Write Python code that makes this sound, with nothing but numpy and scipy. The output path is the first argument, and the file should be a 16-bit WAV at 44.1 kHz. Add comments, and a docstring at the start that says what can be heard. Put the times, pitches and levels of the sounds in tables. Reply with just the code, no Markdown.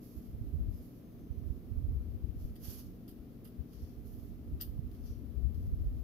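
"""A quiet room: fingers fumble with the crown of a wristwatch, right in front of a hand-held camera.
The crown ticks a few times and once snaps home in a quick run of contacts, each ringing the case.
Fingers rub softly on the camera near its two microphone ports and squeak faintly. The grip gives each
port its own low rumble and soft bumps. Behind it: ventilation noise, appliance hum, hiss."""
import sys
import numpy as np
from scipy import signal
from scipy.fft import rfft, irfft, next_fast_len
from scipy.io import wavfile
from scipy.ndimage import uniform_filter1d, map_coordinates

SR = 44100
rng = np.random.default_rng(int(sys.argv[2]) if len(sys.argv) > 2 else 0)


def transcribe(u):
    """Save the signal u as a 16-bit wav file named by the first command-line argument.

    u: samples, shape (n,) or (channels, n), limited to [-1, 1]; the rate is SR.
    q: integer samples, one column per channel.
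    """
    v = np.clip(np.atleast_2d(u).T, -1, 1)
    q = np.round(v * 32767).astype(np.int16)
    wavfile.write(sys.argv[1], SR, q)


N = 265923

STROKE_RISE_DB_PER_S, STROKE_FALL_DB_PER_S = 391, 158  # finger bites, lifts


def amp(db):
    """Decibels to amplitude."""
    return 10 ** (np.asarray(db) / 20)


def unit(x):
    """Each channel at rms 1."""
    return x / np.sqrt(np.mean(x ** 2, axis=-1, keepdims=True) + 1e-20)


def along(points, hz):
    """Interpolate (freq_hz, value) points on a log axis."""
    freq_hz, values = np.transpose(points)
    return np.interp(np.log(hz + 1), np.log(freq_hz + 1), values)


def wobble(knots_per_s):
    """Smooth random curve."""
    knots = rng.standard_normal(int(N * knots_per_s / SR) + 4)
    return map_coordinates(knots, [np.arange(N) * knots_per_s / SR])


def filtered(x, response):
    """Filter x by the gain response(hz)."""
    size = next_fast_len(N + SR // 4)
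    return irfft(rfft(x, size) * response(np.fft.rfftfreq(size, 1 / SR)), size)[..., :N]


def coloured(x, spectrum):
    """x shaped by a spectrum, at rms 1."""
    return unit(filtered(x, lambda hz: amp(along(spectrum, hz))))


def gesture(start_s, length_s, rise_db_per_s, fall_db_per_s, sag_db_per_s=0):
    """Gain of one movement: rises to 1 at start_s, holds or sags for length_s, falls."""
    t = np.arange(N) / SR - start_s
    rise_db = rise_db_per_s * np.maximum(-t, 0)
    sag_db = sag_db_per_s * np.clip(t, 0, length_s)
    fall_db = fall_db_per_s * np.maximum(t - length_s, 0)
    return amp(-rise_db - sag_db - fall_db)


def hiss(level_db):
    """Steady microphone hiss, partly shared by the two channels."""
    spectrum = [(300, 8.5), (1300, 3), (2000, 2), (3200, -0.5), (4000, -2), (5200, -5.5), (6500, -11.5),
                (8100, -30), (9500, -8.5), (11700, -0.5), (15400, 2.5)]  # hiss colour: freq_hz, gain_db
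    balance = [(1000, 3.5), (3200, 3), (5300, 0), (7500, 13), (12000, 0.5)]  # channel balance: freq_hz, left_minus_right_db
    own, shared = rng.standard_normal((2, N)), rng.standard_normal(N)
    noise = coloured(own + 0.28 * shared, spectrum)
    return amp(level_db) * filtered(noise, lambda hz: amp(np.outer([.5, -.5], along(balance, hz))))


def room(noise_db, lean_left_db):
    """Dull ventilation noise, nearly alike at both ports, and a slightly unsteady appliance hum."""
    spectrum = [(20, -10.5), (45, -3), (65, -9.5), (90, -5.5), (150, -0.5), (200, 1), (290, 0.5), (360, -7),
                (450, -10.5), (560, -18), (680, -19.5), (900, -33), (1300, -31.5), (1600, -44),
                (3000, -50.5)]  # ventilation colour: freq_hz, gain_db
    width = [(40, -2), (120, -33.5), (250, -13.5), (500, -5.5), (1000, -1.5)]  # stereo width: freq_hz, side_minus_mid_db
    hum_tones = [(119.66, -62, -60), (239.2, -56, -61.5), (397.5, -74, -71)]  # appliance hum: pitch_hz, left_db, right_db
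    mid, side = coloured(rng.standard_normal((2, N)), spectrum)
    side = filtered(side, lambda hz: amp(along(width, hz)))
    out = amp(noise_db) * np.array([amp(lean_left_db) * (mid + side), mid - side])
    t = np.arange(N) / SR
    for pitch_hz, left_db, right_db in hum_tones:
        phase = 2 * np.pi * pitch_hz * t + 0.36 * wobble(5)
        tone = np.sqrt(2) * np.sin(phase) * amp(0.4 * wobble(1.6))
        out += np.outer(amp([left_db, right_db]), tone)
    return out


def rumble(port, gain_db, lurch_db, lurches_per_s):
    """The shifting grip shakes one port in small lurches, over the tremor of the resting hand."""
    spectrum = [(18, -28.5), (30, -18.5), (45, -0.5), (62, -1.5), (85, -3), (115, -11.5), (170, -25.5),
                (300, -35), (700, -86)]  # handling colour: freq_hz, gain_db
    shifts = [(0.277, 0.28, -47.5, 0), (0.346, 0.3, -40.5, 1), (0.598, 0.12, -35.5, 0),
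              (0.624, 0.18, -47.5, 1), (1.165, 0.56, -52, 1), (1.373, 0.16, -38, 1), (1.73, 0.19, -33, 1),
              (1.857, 0.3, -38.5, 0), (1.96, 0.25, -47, 1), (2.24, 0.26, -44.5, 0), (2.364, 0.15, -42.5, 1),
              (2.617, 0.31, -48.5, 1), (2.61, 0.9, -59.5, 0), (3.775, 0.08, -46.5, 0),
              (3.956, 0.42, -45, 1), (4.41, 0.93, -48.5, 0), (4.5, 0.041, -37.5, 1), (4.675, 0.2, -39.5, 1),
              (4.92, 0.2, -51, 1), (5.016, 0.36, -43, 0), (5.427, 0.67, -36.5, 0), (5.583, 0.37, -40, 1)]  # grip shifts: start_s, length_s, relative_db, port (0 left, 1 right)
    tremor_relative_db = -61.5
    shake = coloured(rng.standard_normal(N), spectrum)
    running_rms = np.sqrt(np.abs(uniform_filter1d(shake ** 2, size=3600)) + 1e-6)
    lurch = unit(amp(lurch_db * np.tanh(wobble(lurches_per_s))))
    power = amp(tremor_relative_db) ** 2
    for start_s, length_s, relative_db, shaken_port in shifts:
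        if shaken_port == port:
            shift = gesture(start_s, length_s, rise_db_per_s=302, fall_db_per_s=200)
            power = power + (amp(relative_db) * shift) ** 2
    return amp(gain_db) * lurch * shake / running_rms * np.sqrt(power)


def bumps():
    """A soft push of flesh rocks the camera for a few cycles, mostly at one port."""
    # grip bumps: centre_s, level_db, pitch_hz, half_length_s, side (-1 left, 1 right)
    pushes = [(0.178, -32, 61, 0.016, 0.71), (0.415, -25.5, 89, 0.0097, 0.91),
              (0.55, -22.5, 76, 0.022, 0.71), (0.615, -21, 62.7, 0.012, -0.91),
              (0.691, -27, 92.6, 0.015, -0.78), (1.312, -29, 64.6, 0.011, 1),
              (1.508, -26, 67, 0.0073, 0.92), (1.758, -24, 50.3, 0.012, 0.55),
              (1.964, -22.5, 65.5, 0.018, -0.77), (2.248, -22, 71, 0.0093, -1.1),
              (2.298, -26, 64.5, 0.012, -1), (2.451, -25, 66, 0.0046, -1.1), (2.687, -30.5, 74, 0.0083, 1),
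              (3.208, -36.5, 58, 0.012, -0.49), (3.604, -28, 69.6, 0.016, -1),
              (3.836, -29, 73, 0.011, 0.58), (4.54, -25, 72, 0.016, -0.47), (4.792, -22, 98, 0.0061, 0.94),
              (5.11, -29.5, 76.6, 0.01, 0.56), (5.377, -26, 63, 0.029, -1.2),
              (5.455, -20.5, 64, 0.028, -1.2), (5.736, -20.5, 54, 0.014, 0.63),
              (5.821, -23, 64.3, 0.0069, -1.1), (5.874, -25, 51.4, 0.013, 1)]
    overtone_ratio, overtone_db = 1.9, -12  # flesh stiffens as it is pressed
    t, out = np.arange(N) / SR, np.zeros((2, N))
    for centre_s, level_db, pitch_hz, half_length_s, side in pushes:
        swell = np.exp(-((t - centre_s) / half_length_s) ** 2)
        phase = 2 * np.pi * pitch_hz * (t - centre_s)
        overtone = amp(overtone_db) * swell * np.cos(overtone_ratio * phase + 2 * np.pi * rng.random())
        push = -amp(level_db) * swell * (np.cos(phase) + overtone)
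        right_share = np.clip((1 + side) / 2, 0, 1)
        out += np.outer([1 - right_share, right_share], push)
    return out


def squeaks(waver_hz, stutter_db):
    """Thin, unsteady squeaks of sliding skin; the pitch sinks as the finger slows."""
    slips = [(0.745, 0.036, 5150, -78.5), (1.05, 0.35, 6440, -87), (5.075, 0.037, 5900, -74)]  # skin squeaks: start_s, length_s, pitch_hz, level_db
    sink_hz_per_s = 1400
    t, out = np.arange(N) / SR, np.zeros(N)
    for start_s, length_s, pitch_hz, level_db in slips:
        glide_hz = pitch_hz - sink_hz_per_s * (t - start_s) + waver_hz * wobble(400)
        envelope = gesture(start_s, length_s, STROKE_RISE_DB_PER_S, STROKE_FALL_DB_PER_S)
        out += amp(level_db) * envelope * np.sin(2 * np.pi * np.cumsum(glide_hz) / SR)
    return out * unit(amp(stutter_db * wobble(60)))


def pressure():
    """Rubbing strength at each port: strokes that ease off, over a light resting touch."""
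    touch_db = [-82.5, -77]  # resting touch on the camera: left_db, right_db
    strokes = [(0.033, 0.24, -71.5, -62.5), (0.43, 0.15, -90, -75), (0.74, 0.24, -74.5, -65.5),
               (1.473, 0.086, -82, -76), (2.402, 0.052, -71, -64.5), (2.651, 0.055, -54, -48),
               (2.741, 0.055, -58.5, -53.5), (3.73, 0.18, -68, -68.5), (4.065, 0.2, -72.5, -64.5),
               (4.937, 0.074, -76, -73.5), (5.061, 0.036, -64, -63.5), (5.55, 0.13, -77, -72.5),
               (5.80, 0.22, -83, -77.5)]  # fingertip strokes near the ports: start_s, length_s, left_db, right_db
    power = amp(touch_db)[:, None] ** 2
    for start_s, length_s, left_db, right_db in strokes:
        stroke = gesture(start_s, length_s, STROKE_RISE_DB_PER_S, STROKE_FALL_DB_PER_S, sag_db_per_s=20)
        power = power + np.outer(amp([left_db, right_db]), stroke) ** 2
    return np.sqrt(power)


def rubbing(left_gain_db, right_gain_db, grain_db, grains_per_s, flutter_db):
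    """Skin ridges catch and slip on the camera in tiny grains, under a pressure that flutters."""
    # rubbing colour at each port: freq_hz, gain_db
    left_colour = [(500, -10), (1300, -6), (2200, -10.5), (3300, -2), (3900, -7.5), (4700, -0.5),
                   (5800, 1.5), (6800, -7), (7800, -23), (9000, -14.5), (12000, -11), (14000, -9),
                   (15500, -34)]
    right_colour = [(500, -9), (1300, -26.5), (3000, -25), (5000, -26), (6400, -14.5), (8300, -21),
                    (9700, -18), (10800, -8.5), (11900, -2), (12900, -4), (13700, -12.5), (15500, -12.5)]
    resonances = [(3300, 90, 0.5), (4440, 380, 5), (5150, 200, 2), (11760, 90, 4)]  # excited by rubbing: centre_hz, width_hz, boost_db

    def resonance_gain(hz):
        return amp(sum(boost_db / (1 + (2 * (hz - centre_hz) / width_hz) ** 2)
                       for centre_hz, width_hz, boost_db in resonances))

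    friction = unit(amp(grain_db * wobble(grains_per_s) + flutter_db * wobble(45)))
    left, right = filtered(friction * rng.standard_normal((2, N)), resonance_gain)
    left = amp(left_gain_db) * coloured(left, left_colour)
    right = amp(right_gain_db) * coloured(right, right_colour)
    return np.array([left, right]) * pressure()


def contact_response(spectrum, tilt_db_per_octave, size=512):
    """Impulse response of energy 1, tilted above 2 kHz: soft contacts are duller."""
    hz = np.fft.rfftfreq(size, 1 / SR)
    octaves = np.log2(np.maximum(hz, 2000) / 2000)
    cepstrum = irfft(np.log(amp(along(spectrum, hz) + tilt_db_per_octave * octaves)))
    cepstrum[1:size // 2] *= 2  # fold to minimum phase
    cepstrum[size // 2 + 1:] = 0
    response = irfft(np.exp(rfft(cepstrum)))
    return response / np.linalg.norm(response)


def case_ring(t, tilt_db_per_octave):
    """The watch case rings, with new mode strengths per contact; dull contacts favour low modes."""
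    modes = [(1250, -26, 0.094), (1950, -18, 0.091), (2790, -14, .1), (3140, -18, .06), (4830, -8, 0.079),
             (8500, -18, .05), (12200, -17, 0.2), (12400, -15, .08), (12900, -7, .12), (13800, -15, 0.11),
             (13960, -4, 0.077)]  # case modes: freq_hz, relative_db, t60_s
    freq_hz, relative_db, t60_s = np.transpose(modes)[:, :, None]
    tilted_db = relative_db + tilt_db_per_octave * np.log2(freq_hz / np.median(freq_hz))
    envelopes = amp(tilted_db + 2 * rng.standard_normal(freq_hz.shape) - 60 * t / t60_s)
    phases = 2 * np.pi * (freq_hz * t + rng.random(freq_hz.shape))
    return np.sum(envelopes * np.sin(phases), axis=0)


def crown(gain_db, crack_t60_s, rattle_db, rattle_t60_s, room_db, room_t60_s, case_db):
    """Each contact: a crack, short rattle, case ring and faint room tail. Sliding ones rise slowly."""
    contacts = [(2.556, -65, -56.5, -4.5, .0004), (2.562, -55, -55, -2, 0.00048),
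                (2.638, -61, -52, 8, .001), (2.649, -58, -42, -2, 0.0049), (3.078, -45, -44, -0.5, .005),
                (3.091, -53.5, -48, -1, 0.0011), (3.112, -55, -58, 2, .001), (3.444, -58, -42, 1, 0.0041),
                (3.451, -51, -50, -4, 0.0023), (3.472, -58, -52, -3, 0.0016), (3.733, -64, -57, -4, .0002),
                (4.599, -47, -64, -10, .004), (4.605, -39.5, -50, -4, 0.0032),
                (4.611, -34.5, -40.5, 4.5, 0.00011), (4.6135, -41, -36.5, 5, 0.00017),
                (4.6193, -35.5, -39.5, 2, 0.00018), (4.624, -51, -52, 2, .0002),
                (4.623, -48, -36, 11, .0002), (4.6265, -48, -38, 11, .0002), (4.632, -47, -49, 2, .0002),
                (4.914, -60.5, -63, -0.5, .0005), (4.949, -62, -60, -3, .0005),
                (5.544, -59, -72, -2, 0.0008)]  # crown contacts: start_s, left_db, right_db, tilt_db_per_octave, rise_s
    # contact colour at each port: freq_hz, gain_db
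    left_colour = [(600, -35), (1300, -18), (1900, -16), (2300, -29.5), (3000, -4), (4000, -11), (4800, -3),
                   (5600, -9), (7000, -17), (7700, -23), (8400, -9), (11500, -21), (12900, 1), (14900, -9),
                   (15600, -13)]
    right_colour = [(600, -33), (1500, -15), (3500, -28), (4700, -54), (5800, -35), (6500, -22),
                    (8300, -23.5), (9100, -16), (10600, -6.5), (11500, -6), (12700, -1.5), (14200, -10),
                    (15600, -11)]
    t = np.arange(SR // 3) / SR
    rattle = amp(rattle_db - 60 * t / rattle_t60_s)
    room_tail = amp(room_db - 60 * t / room_t60_s)
    decay = amp(-60 * t / crack_t60_s) + rattle + room_tail
    out = np.zeros((2, N + SR))
    for start_s, left_db, right_db, tilt_db_per_octave, rise_s in contacts:
        attack = 1 - np.exp(-t / rise_s)
        for channel, port_db, colour in zip(out, (left_db, right_db), (left_colour, right_colour)):
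            burst = attack * decay * rng.standard_normal(len(t))
            crack = signal.fftconvolve(burst, contact_response(colour, tilt_db_per_octave))[:len(t)]
            ring = amp(case_db) * attack * case_ring(t, tilt_db_per_octave)
            channel[round(start_s * SR):][:len(t)] += amp(port_db + gain_db) * (crack + ring)
    return out[:, :N]


def scene():
    """Handling, skin and crown, over the room and the microphone hiss."""
    handling = np.array([rumble(port, gain_db=1.2, lurch_db=0.5, lurches_per_s=31) for port in range(2)])
    handling += bumps()
    skin = rubbing(left_gain_db=0.0, right_gain_db=1.5, grain_db=0.5, grains_per_s=1100, flutter_db=1.0)
    skin += squeaks(waver_hz=130, stutter_db=2.5)
    ticks = crown(gain_db=3.5, crack_t60_s=0.0083, rattle_db=-16, rattle_t60_s=0.066,
                  room_db=-21.0, room_t60_s=0.26, case_db=-17.5)
    background = room(noise_db=-54.0, lean_left_db=1.68) + hiss(level_db=-69.5)
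    return background + handling + skin + ticks


def record(dry):
    """The camera keeps nothing above its band limit."""
    limit_hz = 15600
    return filtered(dry, lambda hz: hz < limit_hz)


dry = scene()
out = record(dry)
transcribe(out)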